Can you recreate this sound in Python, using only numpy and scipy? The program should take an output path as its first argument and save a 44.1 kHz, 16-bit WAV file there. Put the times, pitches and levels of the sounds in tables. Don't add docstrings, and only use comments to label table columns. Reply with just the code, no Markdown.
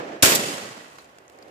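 import sys
import numpy as np
from scipy import signal
from scipy.fft import rfft, irfft
from scipy.io import wavfile
from scipy.ndimage import uniform_filter1d, minimum_filter1d

SR = 44100
rng = np.random.default_rng(int(sys.argv[2]) if len(sys.argv) > 2 else 0)


def int16_out(signal):
    q = np.round(np.clip(np.atleast_2d(signal).T, -1, 1) * 32767)
    wavfile.write(sys.argv[1], SR, q.astype(np.int16))


N = 66150
T, HZ = np.arange(N) / SR, np.fft.rfftfreq(N, 1 / SR)

# frequency in Hz, relative level in dB.
OUTDOOR_COLOUR = [(25, -55.5), (60, -44), (130, -29), (280, -19.5), (520, -15), (740, -18.5), (950, -26),
                  (1800, -28), (2700, -33.5), (3700, -40), (7000, -46), (10000, -60.5), (15000, -67.5)]
CRACK_COLOUR = [(30, -23), (100, -7), (260, -4), (700, -6.5), (1500, -2.5), (4000, -3), (8000, -1.5),
                (15000, -11)]
CLACK_COLOUR = [(200, -43.5), (1500, -22), (2700, -3), (5000, 0.5), (9000, -3), (15000, -6)]
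CRACKLE_COLOUR = [(500, -24), (3000, -10), (7000, 5.5), (10000, -1), (15000, -6)]
TICK_COLOUR = [(60, -25), (300, 7), (1200, 8.5), (4300, 2.5), (7000, 3), (10000, -5.5), (15000, -10)]
HISS_COLOUR = [(30, -80), (70, -45.5), (130, -48), (400, -63), (15000, -71.5)]
# time in seconds, gain in dB.
OUTDOOR_GAIN = [(0, 0.5), (.12, -4), (.18, -6.5), (.21, -8), (1.1, -2), (1.28, -4), (1.38, -0.5),
                (1.5, -0.5)]
CRACKLE_GAIN = [(.6, -64), (.7, -36), (.95, -35), (1.06, -42), (1.15, -51.5), (1.26, -54), (1.33, -45.5),
                (1.4, -53), (1.5, -53)]
# frequency in Hz, relative levels in dB of the near
# scatter and of the far wash, the wash's fade time in seconds. A fade time (t60) is a fall of 60 dB.
TREE_BANDS = [(29.94, -33.5, -52.5, 1.1), (60, -17, -30, 0.99), (118, -12, -11.5, 1.5),
              (205, -20.5, -4.5, 1.23), (310, -6.5, -5, 1.26), (600, -1.5, -6, 1.47),
              (890, -12.5, -13.5, 1.91), (1408, -6, -12, 1.67), (2650, -6, -13, 1.38),
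              (4000, -9, -12.5, 1.206), (8000, -8, -13, 0.99), (10800, -16, -19.5, 0.92),
              (12000, -7, -18, .85), (15000, -17, -28.5, .85)]
# pitch in Hz, width in Hz, lift in dB.
RESONANCES = [(585, 16, 1.5), (1104, 22, 6.5), (1937, 20, 8.5), (1950, 25, 2), (2504, 22, 3.5),
              (2660, 49, 5.5), (2800, 16, 2.5), (3040, 18, 6.5), (3122, 5.3, 10.5), (3786, 18, -4.5),
              (4830, 75, 4.5), (4676, 13, 2), (5540, 13, 4.5), (6560, 40, 7), (6935, 16, 4.5),
              (7020, 100, 6), (7670, 140, 4.5), (9026, 16, 9.5)]
# peak time in seconds, half-width in seconds, lift in dB.
WASH_SWELLS = [(0.502, 0.0344, 1.5), (0.643, 0.021, 0.5)]
# pitch in Hz, relative level in dB, fade time in seconds.
BOOM_TONES = [(104.67, -21, .085), (280, -12, 0.024), (584, -18, 0.065), (666.8, -14.5, 0.019),
              (1530, -18, 0.053)]
STEEL_TONES = [(2623, -30, 0.091), (7072, -24, 0.11), (7871, -20, .09), (12100, -32.5, .08),
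               (12400, -27, .08)]
# start in seconds, relative level in dB, fade time in seconds, treble limit in Hz.
TREE_ECHOES = [(0.246, -5, 0.065, 9150), (0.255, -6, 0.09, 8450), (.2730, -5.5, 0.014, 2400),
               (0.2828, -3.5, .03, 1510), (.3025, -19, 0.013, 700), (0.317, -7, 0.15, 4000),
               (0.34, -3, 0.022, 461), (0.401, -10.5, 0.026, 2000), (0.48, -24.5, 0.056, 5960)]
# start in seconds, relative level in dB, fade time in seconds,
# then the main resonance's pitch in Hz, width in Hz and lift in dB.
CLACK_HITS = [(.3498, -11, .025, 11950, 700, 20), (0.3544, -9, 0.062, 7620, 1000, 7)]
TICK_HITS = [(.9842, -19.5, 0.019, 1150, 1100, 12.5), (.9870, -27, 0.12, 4200, 398, 15),
             (1.0440, -27, 0.013, 7200, 1200, 11), (1.1842, -25.5, 0.018, 7600, 1500, 9),
             (1.2795, -31.5, 0.012, 6560, 600, 15), (1.2975, -29.5, 0.016, 13470, 3010, 7),
             (1.3868, -30.5, .016, 6990, 1200, 5), (1.4243, -32.5, 0.024, 4700, 790, 18.5),
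             (1.4815, -36.5, .02, 4210, 1523, 3.5)]
# frequency in Hz, likeness (1 is the same wave), left minus right in dB.
MIC_PAIR = [(50.4, 0.48, 0.5), (146, 0.88, -2.5), (330, 1, -3.5), (648, 0.19, -3.5), (1000, -0.3, -2),
            (1350, -0.42, -2.5), (2675, 0.089, -3.5), (4500, -0.051, 1), (8200, 0, -2), (11800, 0, -1)]

SHOT_S, SHOT_GAIN_DB, CRACK_RISE_S = .2232, 20, .0038
BLAST_ALIKE, SCATTER_ALIKE = .21, .89


def amp(db):
    return 10 ** (np.asarray(db) / 20)


def curve(points, column=1):
    table = np.array(points)
    return np.interp(np.log(HZ + 1), np.log(table[:, 0]), table[:, column])


def bump(hz, width_hz):
    return 1 / (1 + (2 * (HZ - hz) / width_hz) ** 2)


def noise_spectrum(db, alike=1):
    left, other = rfft(rng.standard_normal((2, N)))
    likeness = np.clip(alike * curve(MIC_PAIR), -1, 1)
    right = likeness * left + np.sqrt(1 - likeness ** 2) * other
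    balance_db = np.outer([.5, -.5], curve(MIC_PAIR, column=2))
    return np.array([left, right]) * amp(db + balance_db)


def noise(db, alike=1):
    return irfft(noise_spectrum(db, alike), N)


def wander(samples):
    wobble = uniform_filter1d(uniform_filter1d(rng.standard_normal(N), samples), samples)
    return wobble / wobble.std()


def burst(start, rise, t60, hold=0):
    fading_s = np.maximum(T - start - rise - hold, 0)
    return np.clip((T - start) / rise, 0, 1) * np.exp(-np.log(1000) * fading_s / t60)


def ring(tones, start, rise, hold=0):
    out = 0
    for hz, db, t60 in tones:
        likeness = np.clip(BLAST_ALIKE * np.interp(hz, HZ, curve(MIC_PAIR)), -1, 1)
        phase = 2 * np.pi * (hz * T + rng.random()) + np.array([[np.arccos(likeness)], [0]])
        out += amp(db) * burst(start, rise, t60, hold) * np.sin(phase)
    return out


def hits(rows, colour, rise, hold=0):
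    return sum(noise(db + curve(colour) + lift_db * bump(hz, width)) * burst(start, rise, t60, hold)
               for start, db, t60, hz, width, lift_db in rows)


def background():
    gain_db = np.interp(T, *np.transpose(OUTDOOR_GAIN)) + wander(samples=900)
    return noise(curve(OUTDOOR_COLOUR)) * amp(gain_db)


def crack():
    return noise(curve(CRACK_COLOUR), BLAST_ALIKE) * burst(SHOT_S, CRACK_RISE_S, t60=.082, hold=.007)


def scatter(colour_db, length_s=.118):
    rush = noise(colour_db + curve(TREE_BANDS), SCATTER_ALIKE) * amp(-wander(samples=40))
    ending = .5 - .5 * np.tanh((T - SHOT_S - length_s) / .012)
    return rush * burst(SHOT_S, rise=.0068, t60=.98) * ending


def wash(colour_db, flicker_db=.95):
    spectrum = noise_spectrum(colour_db + curve(TREE_BANDS, column=2))
    tail = 0
    for hz, _, _, t60 in TREE_BANDS:
        band = curve([(row[0], row[0] == hz) for row in TREE_BANDS])
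        tail += irfft(spectrum * band, N) * burst(SHOT_S, rise=.055, t60=t60)
    swell_db = sum(db * np.exp(-((T - peak) / width) ** 2) for peak, width, db in WASH_SWELLS)
    return tail * amp(swell_db + flicker_db * wander(samples=160))


def boom():
    return ring(BOOM_TONES, start=.2275, rise=.005, hold=.003)


def air_push(start_s=.2346, swing_s=.0016, band_hz=(65, 700)):
    age = np.maximum(T - start_s, 0) / swing_s
    pressure = (T > start_s) * (age - 1) * np.exp(-age)
    band = signal.butter(2, band_hz, "band", fs=SR, output="sos")
    return amp([[-12], [-3.5]]) * signal.sosfilt(band, pressure)


def echoes(bass_limit_hz=220):
    bass_loss_db = 10 * np.log10(1 + (bass_limit_hz / (HZ + 1)) ** 4)
    out = 0
    for start, db, t60, top_hz in TREE_ECHOES:
        treble_loss_db = 10 * np.log10(1 + (HZ / top_hz) ** 4)
        out += noise(db - bass_loss_db - treble_loss_db) * burst(start, CRACK_RISE_S, t60)
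    return out


def metal_clack(rise_s=.00077):
    clacks = hits(CLACK_HITS, CLACK_COLOUR, rise_s, hold=.0017)
    return clacks + ring(STEEL_TONES, start=CLACK_HITS[0][0], rise=rise_s)


def crackle(per_second=450, spread_db=4.5, t60=.014):
    sizes = amp(spread_db * np.minimum(rng.exponential(1, N), 3))
    pops = sizes * (rng.random(N) < per_second / SR)
    grains = signal.lfilter([1], [1, -np.exp(-np.log(1000) / (t60 * SR))], pops)
    grains /= np.sqrt(np.mean(grains ** 2))
    gain_db = np.interp(T, *np.transpose(CRACKLE_GAIN), left=-np.inf)
    return noise(curve(CRACKLE_COLOUR)) * grains * amp(gain_db)


def ticks():
    return hits(TICK_HITS, TICK_COLOUR, rise=.0012)


def gain_control(level_of, limit_db=-13.5, max_cut_db=23, hold_s=.72, recover_db_per_s=14.5):
    power = uniform_filter1d((level_of ** 2).mean(0), size=200)
    level_db = 10 * np.log10(abs(power) + 1e-12)
    gain_db = -np.clip(level_db - limit_db, 0, max_cut_db)
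    ahead, half_hold = int(.002 * SR), int(hold_s * SR) // 2
    gain_db = minimum_filter1d(gain_db, 2 * ahead + 1)
    held_db = minimum_filter1d(gain_db, 2 * half_hold + 1, origin=half_hold, mode="nearest")
    climb_db = recover_db_per_s * T
    gain_db = np.minimum.accumulate(held_db - climb_db) + climb_db
    return amp(uniform_filter1d(gain_db, ahead + 1))


def scene():
    resonance_db = sum(db * bump(hz, width) for hz, width, db in RESONANCES) - 1.5
    blast = crack() + boom() + air_push()
    reflections = scatter(resonance_db) + wash(resonance_db) + echoes()
    shot = amp(SHOT_GAIN_DB) * (blast + reflections + metal_clack())
    return shot + ticks() + crackle() + background()


def record(dry, top_hz=15350):
    ducked = dry * gain_control(level_of=dry) + noise(curve(HISS_COLOUR))
    rounded = ducked / (1 + ducked ** 6) ** (1 / 6)
    low_pass = signal.firwin(255, top_hz, window=("kaiser", 8), fs=SR)
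    return signal.oaconvolve(rounded, low_pass[None], "same")


dry = scene()
out = record(dry)
int16_out(out)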